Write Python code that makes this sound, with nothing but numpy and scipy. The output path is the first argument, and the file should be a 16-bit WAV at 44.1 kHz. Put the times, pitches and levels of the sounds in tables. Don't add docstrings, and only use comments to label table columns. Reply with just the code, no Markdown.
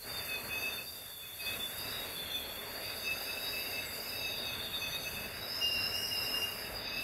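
import sys
import numpy as np
from scipy import signal
from scipy.fft import rfft, irfft, next_fast_len
from scipy.io import wavfile
from scipy.ndimage import uniform_filter1d, map_coordinates

SR = 44100
rng = np.random.default_rng(int(sys.argv[2]) if len(sys.argv) > 2 else 0)


def store_wav(level_fs):
    pcm = np.round(np.clip(np.atleast_2d(level_fs), -1, 1) * 32767)
    wavfile.write(sys.argv[1], SR, pcm.T.astype(np.int16))


N = 310023
TIME = np.arange(N) / SR


def amp(db):
    return 10 ** (np.asarray(db) / 20)


def unit(x):
    return x / np.sqrt(np.mean(np.abs(x) ** 2) + 1e-20)


def along(points, hz):
    f, value = np.transpose(points)
    return np.interp(np.log(hz + 1), np.log(f + 1), value)


def curve(rows):
    t, value = np.transpose(rows)
    return np.interp(TIME, t, value)


def wobble(rate):
    knots = rng.standard_normal(int(N * rate / SR) + 4)
    return map_coordinates(knots, [TIME * rate])


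def filtered(x, response):
    m = next_fast_len(N + 8192)
    hz = np.fft.rfftfreq(m, 1 / SR)
    return irfft(rfft(x, m) * response(hz), m)[:N]


def turbulence(spectrum, patchy_db):
    z = signal.stft(rng.standard_normal(N), nperseg=512)[2]
    patches = uniform_filter1d(rng.standard_normal(z.shape), size=8, axis=0)
    patches = uniform_filter1d(patches, size=14, axis=1)
    noise = signal.istft(z * amp(patchy_db * unit(patches)), nperseg=512)[1][:N]
    closed = spectrum + [(spectrum[-1][0] * 2, -120)]
    return unit(filtered(noise, lambda hz: amp(along(closed, hz))))


def breath(pitch, width_hz, order=2, spread=1):
    m = next_fast_len(N)
    offset_hz = np.fft.fftfreq(m, 1 / SR)
    bell = np.exp(-np.abs(offset_hz / (2 * width_hz)) ** order)
    swirl = np.fft.ifft(bell * (rng.standard_normal(m) + 1j * rng.standard_normal(m)))
    position = np.cumsum(spread * np.ones(N)) % m
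    swirl = np.interp(position, np.arange(m), swirl)
    carrier = np.exp(2j * np.pi * np.cumsum(pitch) / SR)
    return unit(np.real(swirl * carrier))


def eddy_note(s, length, pitch, width_hz, db):
    swell = np.exp(-(2 * (TIME - s) / length) ** 2)
    return amp(db) * swell * breath(pitch, width_hz)


def strand(pitch, wander, sputter_db, jitter=0.00398):
    wandering = pitch * (1 + wander * wobble(22) + jitter * wobble(350))
    phase = 2 * np.pi * np.cumsum(wandering) / SR
    sputter = amp(sputter_db * np.tanh(wobble(28)) + 2 * wobble(110))
    return unit(sputter * np.sin(phase))


# (f/Hz, t60/s)
ROOM_DECAY = [(200, 0.086), (3000, 0.69), (12000, 0.0091)]


def room(x):
    hz, t, z = signal.stft(rng.standard_normal(SR // 2), SR, nperseg=256)
    decay = amp(-60 * t / along(ROOM_DECAY, hz)[:, None])
    tail = signal.istft(z * decay, SR, nperseg=256)[1]
    return signal.fftconvolve(x, tail / np.linalg.norm(tail))[:N]


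# (t/s, level/dB)
GUST_LEVEL = [(0, -16), (.08, 0), (.74, 0.5), (.88, -11.5), (1.03, -9.5), (1.15, -13.5), (1.37, -10),
              (1.45, -1), (1.56, 2), (1.68, -4.5), (1.78, .5), (2.35, -0.9), (3.1, 0), (3.6, 0.8),
              (4.25, -0.5), (5.7, 0.4), (6.2, 2.5), (7.03, 0)]


def gust():
    return curve(GUST_LEVEL)


# (f/Hz, level/dB per Hz)
RUMBLE_COLOUR = [(20, -34), (30, -6), (39, 3.5), (50, -3), (60, -1), (72, 1), (98, 4.5), (140, -3.5),
                 (190, -3), (260, -33)]
ROAR_COLOUR = [(130, -32), (195, -5.5), (238, 1), (310, -5), (370, -3), (405, 3), (470, -2), (640, 1.5),
               (730, -3), (880, -5), (1150, -57)]
RUSH_COLOUR = [(650, -37), (920, 0.5), (1150, -1), (1600, 2.5), (2050, 1), (2350, -1.5), (2680, -2),
               (3020, -8.5), (3400, -14), (4200, -30), (5600, -19), (7000, -22), (9000, -33.5),
               (15000, -41)]
HISS_COLOUR = [(3000, -43), (4600, -21), (5600, -11.5), (6800, -10.5), (8400, -7.5), (9400, -8),
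               (10800, -1.5), (12200, 2.5), (13200, -1), (14200, -11), (15700, -12)]
# (t/s, level/dB)
RUMBLE_LEVEL = [(0, -55.5), (.75, -56.5), (1.05, -57), (1.55, -55), (2.3, -56), (3.05, -59), (3.8, -57),
                (4.45, -55), (5.2, -53.5), (6.2, -54.5), (7.03, -55)]
# (t/s, level/dB)
RAIN_LEVEL = [(0.0, -49), (0.25, -47.5), (1.27, -50.5), (1.53, -45.5), (2.45, -50), (3.72, -47), (3.8, -49),
              (4.13, -47.5), (4.25, -50.5), (5.01, -50), (5.05, -47), (5.35, -52), (6.34, -46), (6.75, -52),
              (6.87, -60), (7.03, -50)]
ROAR_DB, RUSH_DB = -50.5, -49.5
RUMBLE_GROWS, ROAR_GROWS, RUSH_GROWS = 0.62, 0.85, 0.82


def storm():
    gust_db = gust()
    rumble_db = curve(RUMBLE_LEVEL) + RUMBLE_GROWS * gust_db + 1.13 * wobble(10)
    roar_db = ROAR_DB + ROAR_GROWS * gust_db + 0.12 * wobble(2.98)
    rush_db = RUSH_DB + RUSH_GROWS * gust_db + 0.46 * wobble(11.0)
    hiss_db = curve(RAIN_LEVEL) + 0.33 + 0.67 * wobble(50)
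    rumble = amp(rumble_db) * turbulence(RUMBLE_COLOUR, patchy_db=0.5)
    roar = amp(roar_db) * turbulence(ROAR_COLOUR, patchy_db=1.2)
    rush = amp(rush_db) * turbulence(RUSH_COLOUR, patchy_db=1.57)
    hiss = amp(hiss_db) * turbulence(HISS_COLOUR, patchy_db=1.62)
    return rumble + roar + rush + hiss


# (centre t/s, length between 1/e points t/s, pitch f/Hz,
# width f/Hz (1/e at twice this), peak level/dB)
LOW_SWELLS = [(4.452, 0.19, 130, 18, -59), (5.18, .25, 194.7, 22, -55), (6.85, 0.35, 52, 9, -58)]


def low_swells():
    return sum(eddy_note(s, length, np.full(N, hz), width, db) for s, length, hz, width, db in LOW_SWELLS)


# (t/s, level/dB at the strike)
TICKS = [(1.783, -35), (5.262, -44)]


def ticks():
    strikes = np.zeros(N)
    for s, db in TICKS:
        strikes += amp(db - 60 * np.abs(TIME - s) / 0.019) * (TIME >= s)
    return strikes * turbulence([(5000, -40), (11000, -1), (14000, 5), (16000, -2)], patchy_db=1)


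# (centre t/s, length between 1/e points t/s, centre pitch f/Hz,
# glide f/Hz per length, width f/Hz (1/e at twice this), peak level/dB before the sputter)
SIDE_NOTES = [(1.461, 0.093, 4330, 2, 30, -51), (2.37, 0.52, 3370, 4, 14, -51),
              (3.8, 0.59, 2150, 0.5, 35.5, -54.5), (3.872, 0.16, 7760, 121, 40, -55),
              (3.979, 0.17, 7060, -950, 55, -60), (4.681, 0.453, 3550, -20, 15.2, -49),
              (5.824, .16, 4000, 31, 55.4, -51), (6.045, 0.19, 8470, 0, 49, -56)]


def side_notes():
    out = np.zeros(N)
    for s, length, hz, glide_hz, width, db in SIDE_NOTES:
        pitch = hz + glide_hz * np.clip((TIME - s) / length, -1, 1)
        out += eddy_note(s, length, pitch, width, db)
    return out * unit(amp(2.5 * np.tanh(wobble(25))))


# (t/s, f/Hz)
PRESSURE = [(0, 4354), (.07, 4650), (.25, 4626), (.38, 4424), (.62, 4660), (.78, 4565), (.91, 4726),
            (1.21, 4510), (1.6, 4500), (1.73, 4730), (1.95, 4870), (2.2, 4390), (2.4, 4347), (2.86, 4663),
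            (3.62, 4908), (3.89, 4675), (4.12, 4910), (4.6, 4510), (4.88, 4550), (5.23, 4673), (5.6, 5060),
            (6.03, 5156), (6.38, 5063), (6.8, 4770), (7.03, 4860)]
USUAL_HZ = 4750


def lift():
    return curve(PRESSURE) / USUAL_HZ


LOCK_DB = -48.5


def lock(locked, low_hz, high_hz, window_s):
    tone = filtered(locked, lambda hz: (hz > low_hz) & (hz < high_hz))
    power = np.abs(uniform_filter1d(tone ** 2, size=int(window_s * SR)))
    return power / (power + amp(LOCK_DB) ** 2)


CRACK_HZ, CRACK_BEND, CRACK_DB = 6310, 0.6, -57.5
CRACK_BEST_HZ, CRACK_RANGE_HZ = 4700, 335


def crack_band(locked):
    rise = lift()
    drive = lock(locked, 2300, 3000, window_s=.15)
    ease = np.exp(-((USUAL_HZ * rise - CRACK_BEST_HZ) / CRACK_RANGE_HZ) ** 2)
    pitch = CRACK_HZ * rise ** CRACK_BEND
    voice = breath(pitch, width_hz=88, order=4) + strand(pitch, wander=.01, sputter_db=6)
    flutter_db = 0.94 * np.tanh(wobble(25))
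    return amp(CRACK_DB + flutter_db) * drive * ease * unit(voice)


LOW_BREATH_HZ, LOW_BREATH_BEND, LOW_BREATH_DB = 2728, .45, -57


def low_band():
    pitch = LOW_BREATH_HZ * lift() ** LOW_BREATH_BEND
    level_db = LOW_BREATH_DB + gust() + 2 * np.tanh(wobble(15))
    return amp(level_db) * breath(pitch, width_hz=115, order=3)


# (t/s, level/dB)
MIDDLE_LEVEL = [(0, -63), (.15, -61), (.46, -65), (.69, -51), (.83, -67), (.9, -59), (1.02, -56),
                (1.35, -57), (1.52, -44.5), (1.7, -61), (1.93, -45), (2.04, -49), (2.12, -51.5), (2.3, -48),
                (2.7, -58), (2.88, -49.5), (3.6, -50.5), (3.85, -53), (3.99, -56), (4.2, -51), (4.48, -44),
                (5.3, -54), (5.87, -51.5), (6.04, -66), (6.17, -52), (6.5, -61.5), (6.74, -55.5),
                (6.84, -49.5), (7.03, -45)]
MIDDLE_HZ, MIDDLE_BEND = 3690, 0.74


def middle_band():
    pitch = MIDDLE_HZ * lift() ** MIDDLE_BEND
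    air = breath(pitch - 10, width_hz=139, order=6)
    thread = strand(pitch, wander=.013, sputter_db=5)
    level_db = curve(MIDDLE_LEVEL) + 2.6 * np.tanh(wobble(40))
    return amp(level_db) * unit(air + amp(-3.5) * thread)


# (t/s, level/dB)
HIGH_LEVEL = [(0, -54), (.1, -49.5), (.7, -53), (.92, -57), (1.3, -63), (1.44, -53), (1.66, -59),
              (1.84, -49.5), (2.1, -53), (2.4, -55), (2.65, -55.5), (2.78, -48.5), (3.6, -46.5),
              (3.88, -50.5), (4.08, -46), (4.57, -50.5), (4.88, -48.5), (5.28, -50.5), (5.6, -42.5),
              (6.05, -41.5), (6.4, -45.5), (6.72, -51.5), (7.03, -44)]


def high_band():
    rise = lift()
    pitch = USUAL_HZ * rise
    air_pitch = (pitch - 25) * (1 + .005 * wobble(25))
    air = breath(air_pitch, width_hz=182, order=8, spread=rise ** 1.8)
    upper = amp(-3.5) * strand(pitch + 50, wander=.011, sputter_db=6)
    lower = amp(-6.5) * strand(pitch - 130 * rise ** 4, wander=.012, sputter_db=6)
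    level_db = curve(HIGH_LEVEL) + 0.7 + 2.5 * np.tanh(wobble(40))
    return amp(level_db) * unit(air + upper + lower)


# (start t/s, length t/s, first pitch f/Hz, glide f/Hz, peak rms level/dB)
WHISTLES = [ (.195, .04, 2600, 0, -50), (.285, .09, 2572, -28, -40), (.505, .115, 2540, 50, -39),
            (.605, .09, 2592, 15, -36.5), (.71, .04, 2612, -20, -43.5), (.765, .04, 2580, -10, -48),
            (1.225, .03, 2540, 0, -53), (1.39, .035, 2555, 0, -46), (1.44, .11, 2535, 40, -40.5),
            (1.845, .05, 2615, 45, -44.5), (2.34, .065, 2500, 0, -47), (2.85, .09, 2570, -30, -51),
            (3.05, .085, 2603, 22, -36), (3.275, .04, 2615, 0, -40), (3.37, .02, 2622, 0, -42),
            (3.42, .04, 2620, 0, -48), (3.52, .12, 2615, 10, -41), (3.64, .065, 2715, 45, -46),
            (3.73, .1, 2618, 12, -39.5), (4.05, .05, 2620, 0, -50), (4.12, .08, 2645, -25, -44),
            (4.19, .11, 2624, -10, -40.5), (4.32, .025, 2590, 0, -46), (4.44, .1, 2585, -25, -44),
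            (4.72, .03, 2550, 0, -48), (4.81, .075, 2572, -10, -40.5), (4.92, .05, 2550, 10, -44.5),
            (5.05, .04, 2580, 0, -40), (5.105, .035, 2588, 15, -44), (5.16, .055, 2598, 22, -40.5),
            (5.24, .04, 2610, 0, -49), (5.615, .078, 2822, -16, -30.3), (5.7, .09, 2785, -22, -38),
            (5.79, .1, 2760, 25, -37.5), (5.925, .085, 2790, 70, -40), (6.01, .07, 2860, -60, -42),
            (6.1, .08, 2860, -60, -39.5), (6.185, .05, 2750, 0, -43), (6.24, .06, 2770, 60, -42.5),
            (6.325, .075, 2808, 4, -35), (6.4, .075, 2815, -5, -38), (6.48, .03, 2800, 0, -47),
            (6.64, .06, 2630, -20, -49), (6.86, .04, 2560, 30, -45.5), (6.92, .14, 2575, 90, -39.5),
            (.085, .03, 3600, 20, -49), (.13, .1, 3640, -65, -43.5), (.29, .11, 3570, -45, -45),
            (.49, .09, 3520, 50, -46), (.58, .11, 3600, 70, -48.5), (.695, .1, 3625, -75, -43),
            (.87, .04, 3650, 0, -49), (.96, .12, 3620, -40, -53), (1.09, .17, 3560, -90, -52),
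            (1.27, .065, 3485, 35, -48), (1.45, .07, 3516, 0, -45), (1.52, .04, 3700, 40, -47),
            (1.597, .066, 3480, 35, -38.7), (1.72, .12, 3720, 20, -48), (1.92, .11, 3794, -15, -44),
            (2.15, .09, 3485, 10, -44.5), (2.3, .1, 3509, -20, -41.5), (2.57, .04, 3534, -20, -45),
            (3.0, .13, 3720, 10, -47), (3.29, .06, 3740, -30, -49), (3.39, .15, 3805, 0, -44.5),
            (3.55, .13, 3780, -30, -47), (3.72, .13, 3760, -10, -47), (4.135, .075, 3750, 15, -44.5),
            (4.2, .18, 3773, -30, -43), (4.39, .11, 3745, -30, -41.5), (4.5, .09, 3600, -30, -46.5),
            (4.6, .09, 3690, 20, -47), (4.72, .05, 3715, 10, -40), (4.76, .11, 3590, -50, -43.5),
            (4.92, .08, 3705, 20, -41), (5.14, .05, 3620, 0, -50), (5.415, .035, 3835, 0, -42.5),
            (.06, .06, 4680, 0, -47), (.16, .11, 4660, 50, -48.5), (.58, .1, 4640, 50, -48),
            (.72, .1, 4480, -20, -48), (.865, .03, 4660, 120, -46), (1.4, .13, 4700, 20, -46),
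            (1.79, .05, 4770, 130, -45), (3.055, .035, 4970, 0, -46), (3.17, .1, 4850, -30, -47),
            (3.97, .05, 4800, 0, -46), (4.07, .05, 4980, 50, -45), (4.32, .11, 4740, 30, -47),
            (5.48, .15, 5120, 90, -42.5), (5.66, .13, 5190, -40, -41), (5.8, .11, 5150, 60, -39.5),
            (5.94, .14, 5290, 40, -44), (6.1, .14, 5190, -50, -43), (6.27, .12, 5190, -30, -41),
            (6.74, .06, 4840, 0, -47), (6.83, .1, 4820, -20, -46), (6.94, .08, 4870, 70, -45),
            (2.31, .08, 6000, 0, -55), (4.2, .14, 6400, -50, -56), (4.45, .08, 6130, 40, -56),
            (4.79, .08, 6170, -70, -50), (4.89, .06, 6040, 90, -52), (5.0, .1, 6140, 20, -53),
            (5.615, .04, 5680, -40, -48), (5.7, .13, 5590, -60, -51), (5.93, .21, 5660, 0, -49),
            (6.22, .04, 5630, 20, -53), (6.35, .1, 5620, 30, -52)]
EDGE_S, RELEASE_S = .012, .014
SWELL_DB = 5.5
LOW_HZ = 2620


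def whistles(waver=0.0032, jitter=0.0035, flutter_hz=29, flutter_db=3.2, fuzz=0.08, octave_db=-32):
    out = np.zeros(N)
    slow, fast, grain = wobble(35), wobble(400), wobble(600)
    flutter = np.tanh(breath(np.full(N, flutter_hz), width_hz=15))
    for start, length, hz, glide_hz, db in WHISTLES:
        span = np.flatnonzero((TIME > start - EDGE_S) & (TIME < start + length + 10 * RELEASE_S))
        t = TIME[span] - start
        progress = np.clip(t / length, 0, 1)

        eddies = (span + rng.integers(N)) % N
        looseness = np.interp(db, [-36, -30], [1, .35])
        shake = looseness * (waver * slow[eddies] + jitter * fast[eddies])
        shake *= np.sqrt(hz / LOW_HZ)
        phase = 2 * np.pi * np.cumsum((hz + glide_hz * progress) * (1 + shake)) / SR

        attack = np.sin(np.pi / 2 * np.clip(t / (2 * EDGE_S) + .5, 0, 1))
        release = np.exp(-np.maximum(t - length, 0) / RELEASE_S)
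        swell = attack * release * amp(db - SWELL_DB * (2 * progress - 1) ** 2)

        roughness = np.interp(hz, [5000, 6000], [fuzz, 4 * fuzz])
        flapping = amp(looseness * flutter_db * flutter[eddies])
        flapping = unit(flapping * (1 + roughness * grain[eddies]))
        overblown = amp(octave_db) * (hz < 3000)
        tone = unit(np.sin(phase) + overblown * np.sin(2 * phase))
        out[span] += swell * flapping * tone
    return out


MIDDLE_LOCK_TAKES_DB, HIGH_LOCK_TAKES_DB = 2.5, 2
ROOM_DB = -13


def scene():
    locked = whistles()
    middle_lock = lock(locked, 3300, 4000, window_s=.04)
    high_lock = lock(locked, 4500, 5500, window_s=.04)
    middle = amp(-MIDDLE_LOCK_TAKES_DB * middle_lock) * middle_band()
    high = amp(-HIGH_LOCK_TAKES_DB * high_lock) * high_band()
    gaps = locked + low_band() + middle + high + crack_band(locked) + side_notes()
    background = storm() + low_swells() + ticks()
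    return (background + gaps + amp(ROOM_DB) * room(gaps))[None]


def record(dry):
    return filtered(dry[0], lambda hz: hz < 15750)[None]


dry = scene()
out = record(dry)
store_wav(out)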